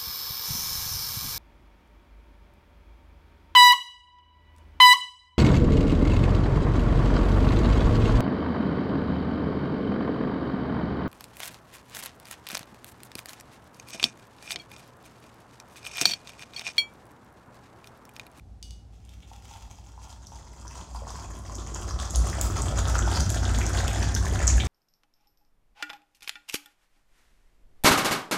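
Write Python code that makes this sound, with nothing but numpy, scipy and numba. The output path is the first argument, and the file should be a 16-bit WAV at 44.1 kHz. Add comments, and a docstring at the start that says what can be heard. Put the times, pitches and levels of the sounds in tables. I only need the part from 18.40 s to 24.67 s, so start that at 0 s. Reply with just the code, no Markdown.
"""In a kitchen, hot water is poured from a metal kettle into a ceramic mug.
The kettle clinks twice, then a thin stream grows to a full one. Spray crackles, single bubbles pop,
and gulps of trapped air make the air in the mug ring, higher and higher as the water rises.
A low rumble swells with the flow, over the faint noise of the room."""
import sys
import numpy as np
from scipy import signal
from scipy.io import wavfile
from scipy.ndimage import uniform_filter1d
from numba import njit

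SR = 44100
rng = np.random.default_rng(int(sys.argv[2]) if len(sys.argv) > 2 else 0)


def log_audio(samples):
    """Write samples as a 16-bit WAV file to the path given in sys.argv[1]."""
    # one column per channel
    frames = np.atleast_2d(samples).T
    # limit to full scale, then quantise
    limited = np.clip(frames, -1, 1)
    pcm = np.round(limited * 32767).astype(np.int16)
    wavfile.write(sys.argv[1], SR, pcm)


N = 276551
TIME = np.arange(N) / SR
POUR_START_S = 0.49
EMPTY_AIR_DB, FILLED_AIR_DB = 4.5, -5   # the air in the mug rings less as the mug fills
SHALLOW_DB, SHALLOW_S = 6, 1.3   # shallow water holds few big bubbles, so they start quieter


def stream():
    """The falling water breaks up in spurts that drive gurgle, bubbles, spray and patter together."""
    spurt = drift(18)
    drops_per_s = 1100 * from_db(4.2 * spurt)
    gurgling = gurgle(drops_per_s)
    ticks = wall_ticks(drops_per_s)
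    patter = impacts(drops_per_s, spread_db=6.5)
    bare = at_first(0.95)   # drops sound harder until water covers the bottom
    fizz = bubbles_and_wall(drops_per_s, patter, boost_db=8 * bare)
    bottom = rms_one(resonate(patter, 2370, 2500)) * with_flow(-49.5, follows=0.73) * bare
    sound = gurgling + fizz + spray(drops_per_s, ticks) + bottom
    return sound * from_db(2.5 * spurt + 1.64 * drift(15))


def gurgle(drops_per_s):
    """Big bubbles ring, and drops slap the water; the slaps ring the air in the mug, both at the empty mug's
    fixed note and at the note that rises as it fills."""
    # tone of the big bubbles: (pitch [Hz], level [dB])
    colour = [(430, -27), (540, -3), (650, 3.5), (820, -8), (1050, -3), (1400, -6.5), (1900, -7)]
    slaps = resonate(impacts(.35 * drops_per_s, spread_db=3.5), 690, 680)
    big_bubbles = bubble_cloud(colour, .5 * drops_per_s, spread_db=6.0, cycles=3.55, count=22)
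    big_bubbles *= from_db(-SHALLOW_DB * at_first(SHALLOW_S))
    air_ring = from_db(filling(EMPTY_AIR_DB, FILLED_AIR_DB)) * rms_one(mug_air(slaps))
    empty_mug_note = from_db(-5) * rms_one(resonate(slaps, 780, 330))
    return steady(big_bubbles + air_ring + empty_mug_note, 0.092) * with_flow(-42.5, follows=1.064)


def bubbles_and_wall(drops_per_s, patter, boost_db):
    """Small bubbles ring in the water while the patter of drops keeps the mug's wall ringing."""
    # tone of the small bubbles: (pitch [Hz], level [dB])
    colour = [(1400, -23), (1900, -4.5), (2400, 8), (2900, -0.5), (3400, 22), (4300, -50)]
    # notes of the ceramic wall: (pitch [Hz], width [Hz], level [dB])
    wall_notes = [(1400, 36, -15), (2680, 160, -24), (3213, 190, -20), (5010, 68, -18), (5800, 470, -22.5)]
    wall = rms_one(sum(from_db(db) * resonate(patter, hz, width) for hz, width, db in wall_notes))
    wall_db = 2 - 36 * filling(0, 0.86) ** 3   # water quiets the wall most as it nears the rim
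    small_bubbles = bubble_cloud(colour, .8 * drops_per_s, spread_db=8.5, cycles=3.3)
    sound = small_bubbles + from_db(wall_db + boost_db) * wall
    return steady(sound, 0.14) * with_flow(-49.5 + boost_db, follows=1.155)


def spray(drops_per_s, ticks):
    """The tiniest bubbles make a high crackle, with the ticks of drops mixed in."""
    # tone of the spray: (pitch [Hz], level [dB])
    colour = [(3900, -6), (4900, 0.5), (5800, -1), (6700, 6.5), (7400, 0.5), (8300, -6), (10000, -15),
              (12000, -29), (15000, -23)]
    crackle = bubble_cloud(colour, 2 * drops_per_s, spread_db=4.0, cycles=6.1, count=26)
    return steady(crackle + from_db(-14.5) * ticks, 0.25) * with_flow(-46, follows=1)


def wall_ticks(drops_per_s):
    """Drops that hit the wall give short, bright ticks."""
    hits = impacts(.3 * drops_per_s, spread_db=8.5)
    return rms_one(resonate_twice(hits, 8400, 5600))


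def pops():
    """A thin skin of water snaps, the bubble beneath rings, and smaller ones spatter around it."""
    # the loudest pops: (time [s], ring level [dB], pitch [Hz], snap level [dB])
    pop_events = [(0.6498, -52, 3230, -62.5), (0.6918, -41, 3300, -59), (0.831, -40, 3270, -72),
                  (1.8688, -33, 5800, -52), (2.2786, -27, 6140, -56), (2.3097, -37, 2490, -58),
                  (2.7032, -28.5, 5800, -54), (3.1532, -23.5, 6750, -48), (3.3453, -19, 6850, -47),
                  (3.5077, -24.5, 5500, -52), (3.706, -23, 6760, -40.5), (3.7576, -12.5, 6540, -33.5),
                  (3.8975, -21, 6100, -39.5), (4.0115, -19.5, 7360, -29), (4.2194, -18, 7550, -37),
                  (4.3866, -27, 7350, -49), (4.5891, -15.5, 6870, -40), (4.7575, -17, 5010, -53),
                  (4.805, -11.5, 6140, -36.5), (4.9014, -15, 7260, -34.5), (5.186, -17, 6820, -39),
                  (5.2142, -16.5, 2250, -45), (5.2644, -16, 6630, -38.5), (5.3865, -20, 4240, -58),
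                  (5.479, -16.5, 3190, -33.5), (5.6271, -17.5, 5690, -49), (5.7487, -13.5, 5880, -33.5),
                  (6.077, -2, 6700, -35.5), (6.2048, -13.5, 3420, -49.5)]
    swell_s, scatter_hz = .00034, 1080
    out, t = np.zeros(N), np.arange(SR // 100) / SR
    for s, db, hz, snap_db in pop_events:
        snap = rng.standard_normal(len(t)) * np.exp(-t / .0015)
        sizzle_db = -16.5 + 5.3 * (snap_db + 29)   # only the hardest snaps sizzle at the very top
        add(out, s + 0.0008, from_db(snap_db + 17.5) * resonate_twice(snap, 6350, 6000))
        add(out, s + 0.0011, from_db(sizzle_db) * resonate(snap, 11000, 6000))
        add(out, s + 0.000993, from_db(db - 4) * bubble(hz, cycles=hz * swell_s, rise=0.091))
        for late, faint, pitch in rng.random((12, 3)):
            small_hz = hz + scatter_hz * (2 * pitch - 1.15)
            small = bubble(small_hz, cycles=1.22 * small_hz * swell_s, rise=0.087)
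            add(out, s - .007 + .05 * late ** 1.6, from_db(db - 9.5 - 9 * faint - 10 * late) * small)
    return out


def gulps():
    """Big pockets of air collapse, each into a run of weaker gulps, and ring the air in the mug."""
    # the loudest gulps: (time [s], level [dB], pitch [Hz])
    gulp_events = [(0.914, -38.5, 840), (1.11, -42, 853), (1.153, -39.5, 846), (1.576, -39, 920),
                   (1.672, -39.5, 930), (1.919, -37.5, 840), (2.25, -35.5, 1030), (2.354, -35, 970),
                   (2.392, -32.5, 990), (2.548, -30, 890), (2.619, -30.5, 534), (2.669, -29, 900),
                   (2.705, -32, 1030), (3.096, -32, 1030), (3.356, -32, 834), (3.508, -28, 1100),
                   (3.983, -22, 668), (4.324, -22, 646), (4.553, -18, 1400), (4.591, -18.5, 1410),
                   (4.675, -17, 830), (5.187, -21.5, 860), (5.431, -23, 754), (5.999, -20.5, 670)]
    repeat_s, fade_db = .014, 4
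    out = np.zeros(N)
    for s, db, hz in gulp_events:
        add(out, s + 0.000895, from_db(db - 2.3) * bubble(hz, cycles=0.7, rise=-0.014))
        for k, (late, pitch) in enumerate(rng.uniform(-1, 1, (3, 2)), 1):
            weaker = bubble(hz * 1.3 ** pitch, cycles=0.78, rise=0)
            add(out, s + repeat_s * (k + 0.245 * late), from_db(db - 10 - fade_db * k) * weaker)
    out = keep_band(out, 400, "high")
    return out + from_db(filling(EMPTY_AIR_DB, FILLED_AIR_DB) - 1) * mug_air(out)


def mug_air(x):
    """The air above the water rings like a pipe closed at one end: higher and less clearly as it fills."""
    sound_m_per_s, air_length_m = 343, filling(0.11, 0.044)
    hz = sound_m_per_s / (4 * air_length_m)
    width_hz = np.exp(filling(np.log(82), np.log(470)))
    return glide(x + 1e-18, np.exp((2j * hz - width_hz) * np.pi / SR))


def kettle():
    """The kettle clinks as it tips: a hard tick, a short buzz of loose parts and the ring of the metal."""
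    # the clinks: (time [s], level [dB])
    clinks = [(0.2277, -24), (.3080, -30)]
    # notes of the metal: (pitch [Hz], level [dB], time to fade by 60 dB [s])
    metal_notes = [(2910, -23.5, 0.2), (3700, -21, 0.033), (4750, -15, 0.045), (5230, -18, 0.09),
                   (6100, -26, 0.12), (6363, -24, 0.11), (9230, -31, 0.15)]
    clicks, t = np.zeros(N), np.arange(SR // 4) / SR
    for s, db in clinks:
        add(clicks, s, from_db([db]))
    buzz = signal.fftconvolve(clicks, rng.standard_normal(len(t)) * np.exp(-t / 0.0036))[:N]
    out = keep_band(4.2 * clicks + from_db(-18) * buzz, [3000, 7200], "band")
    for hz, db, fade_s in metal_notes:
        decay, angle = from_db(-60 / (fade_s * SR)), 2 * np.pi * hz / SR
        ring = signal.lfilter([0, np.sin(angle)], [1, -2 * decay * np.cos(angle), decay ** 2], clicks + 1e-18)
        out += from_db(db - 6) * ring
    return out


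def rumble():
    """Two deep notes boom under the churning of the water; all grow with the flow."""
    # deep notes: (pitch [Hz], width [Hz], resting level [dB], full-flow level [dB], growth [dB per dB])
    deep_notes = [(58, 13.2, -48, -28, 1.47), (92.9, 18.5, -55, -32, 1.68)]
    # brief swells of the deeper note: (time [s], level [dB])
    swell_events = [(.3, -42.5), (2.58, -35), (3.58, -26), (3.8, -19.5), (4.62, -20.5), (6.04, -19.5),
                    (6.16, -17.5)]
    # tone of the churning: (pitch [Hz], level [dB])
    colour = [(125, 1), (160, 0), (240, -3), (310, -5), (390, -5.5), (480, -18.5), (650, -8.5), (900, -28)]
    swells = sum(from_db(db) * np.exp(-((TIME - s) / 0.051) ** 2) for s, db in swell_events)
    boom = 0
    for (hz, width_hz, rest_db, full_db, follows), swell in zip(deep_notes, [swells, 0]):
        noise = resonate_twice(rng.standard_normal(N), hz, width_hz)
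        level = np.hypot(from_db(rest_db), with_flow(full_db, follows)) * from_db(1.5 * drift(10))
        boom = boom + steady(noise, 0.18) * np.hypot(level, swell)
    churn = steady(bubble_cloud(colour, 2500, spread_db=4.0, cycles=3.16), 1.0)
    return boom + churn * with_flow(-37.5 - SHALLOW_DB * at_first(SHALLOW_S), follows=1.32)


def kitchen(x):
    """The sound plus its echoes, whose highs die sooner; the echoes shift as the splash moves about."""
    fade_s, dull_above_hz = .46, 3400
    t = np.arange(int(.7 * SR)) / SR
    place, echoes = 2 * drift(1.52), 0
    for share in (np.cos(place), np.sin(place)):
        tail = rng.standard_normal(len(t)) * from_db(-60 * t / fade_s) * (t > .001)
        dull = keep_band(tail, dull_above_hz, "low", order=1)
        tail = dull + (tail - dull) * np.exp(-t / .25)
        echoes = echoes + signal.fftconvolve(x * share, tail / np.linalg.norm(tail))[:N]
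    return x + from_db(-2) * echoes


def background():
    """A low murmur, soft room air and a faint hiss; the mug hums along with the room air."""
    murmur = keep_band(rng.standard_normal(N), [70, 210], "band")
    air = keep_band(rng.standard_normal(N), 700, "low")
    hiss = keep_band(rng.standard_normal(N), 7000, "low")
    return (from_db(-57.5) * rms_one(murmur) + from_db(-67.5) * rms_one(air)
            + from_db(-73.5) * rms_one(hiss) + from_db(-74) * rms_one(mug_air(air)))


def with_flow(full_db, follows):
    """Volume of a sound that is at full_db in a full stream and gains `follows` dB per dB of flow."""
    # strength of the stream: (time [s], level [dB])
    flow = [(0.47, -69.5), (0.85, -61), (1.1, -54.5), (1.3, -55.5), (1.66, -53.5), (1.79, -56.5),
            (1.9, -53.5), (2.2, -50), (2.38, -46), (2.5, -50), (2.7, -45.5), (3.0, -44.5), (3.36, -41),
            (3.68, -41.5), (3.8, -37.5), (4.75, -34), (5.6, -35.5), (5.95, -35)]
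    full_flow_db = -36
    flow_db = np.interp(TIME, *np.transpose(flow))
    fade_in = np.clip((TIME - POUR_START_S) / .044, 0, 1)
    return from_db(full_db + follows * (flow_db - full_flow_db)) * fade_in


def filling(empty, filled):
    """A value that moves steadily from `empty` to `filled` during the pour."""
    return np.interp(TIME, [POUR_START_S, TIME[-1]], [empty, filled])


def at_first(span_s):
    """1 as the pour starts, fading as the water rises."""
    return np.exp(-((TIME - POUR_START_S) / span_s) ** 2)


def bubble(hz, cycles, rise):
    """One bubble swells for some cycles and dies; rise > 0 lifts its pitch as it nears the surface."""
    t = np.arange(SR // 25) / SR
    age = t * hz / cycles
    bend = 1 + rise * np.tanh(age / 2 - 1)
    return age * np.exp(1 - age) * np.sin(2 * np.pi * hz * np.cumsum(bend) / SR)


def bubble_cloud(colour, per_s, spread_db, cycles, count=16):
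    """Bubbles of `count` sizes each ring a few cycles; `colour` sets how loud each pitch is."""
    hz_points, db_points = np.transpose(colour)
    clicks = impacts(per_s, spread_db)
    size_of_click, out = rng.integers(0, count, N), 0
    for size, hz in enumerate(np.geomspace(hz_points[0], hz_points[-1], count)):
        ring = resonate_twice(clicks * (size_of_click == size), hz, hz / cycles)
        db = np.interp(np.log(hz), np.log(hz_points), db_points)
        out = out + rms_one(ring) * np.sqrt(hz) * from_db(db)
    return rms_one(out)


def impacts(per_s, spread_db):
    """Random clicks: many small, a few large."""
    sizes = from_db(spread_db * np.minimum(rng.exponential(1, N), 4.5))
    return sizes * rng.choice([-1, 1], N) * (rng.random(N) < per_s / SR)


def drift(rate_hz):
    """A smooth random wander, typically about 1 away from zero."""
    r = np.exp(-80 * np.pi * rate_hz / SR)
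    slow = signal.lfilter([1], [1, -2 * r, r * r], rng.standard_normal(N // 40 + 2002))[2000:]
    return np.interp(np.arange(N) / 40, np.arange(len(slow)), rms_one(slow))


def steady(x, span_s):
    """Even out the loudness over a span of time, keeping the faster detail."""
    size = max(3, int(span_s * SR / 2))
    power = np.abs(uniform_filter1d(uniform_filter1d(x ** 2, size), size))
    return x / np.sqrt(power + 1e-6 * np.mean(x ** 2))


def resonate(x, hz, width_hz):
    """Make a sound ring at one pitch; a smaller width rings longer."""
    r = np.exp(-np.pi * width_hz / SR)
    feedback = [1, -2 * r * np.cos(2 * np.pi * hz / SR), r * r]
    return signal.lfilter(np.array([1, 0, -1]) * (1 - r * r) / 2, feedback, x + 1e-18)


def resonate_twice(x, hz, width_hz):
    """Ring twice over, leaving less of the other pitches."""
    return resonate(resonate(x, hz, width_hz), hz, width_hz)


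@njit
def glide(x, pole):
    """A ring that can slide: the angle of `pole` sets its pitch, the size how long it lasts."""
    out, state = np.zeros(len(x)), 0j
    for i in range(len(x)):
        state = pole[i] * state + (1 - abs(pole[i])) * x[i]
        out[i] = 2 * state.real
    return out


def keep_band(x, hz, kind, order=2):
    """Keep the lows, the highs or a band between two pitches."""
    return signal.sosfilt(signal.butter(order, hz, kind, fs=SR, output="sos"), x)


def add(out, s, sound):
    """Mix a sound in at s seconds."""
    at = max(0, round(s * SR))
    out[at:at + len(sound)] += sound[:max(0, N - at)]


def from_db(db):
    """Turn decibels into a volume factor."""
    return 10 ** (np.asarray(db) / 20)


def rms_one(x):
    """Scale a sound to an average power of 1."""
    return x / np.sqrt(np.mean(x ** 2) + 1e-20)


def scene():
    """Water and kettle echo in the kitchen, over the rumble and the room noise, in one channel."""
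    return (kitchen(stream() + pops() + gulps() + kettle()) + rumble() + background())[None]


def record(dry):
    """Cut off the very highest sounds steeply."""
    cutoff_hz = 15800
    return signal.sosfilt(signal.ellip(10, .2, 80, cutoff_hz, fs=SR, output="sos"), dry)


dry = scene()
out = record(dry)
log_audio(out)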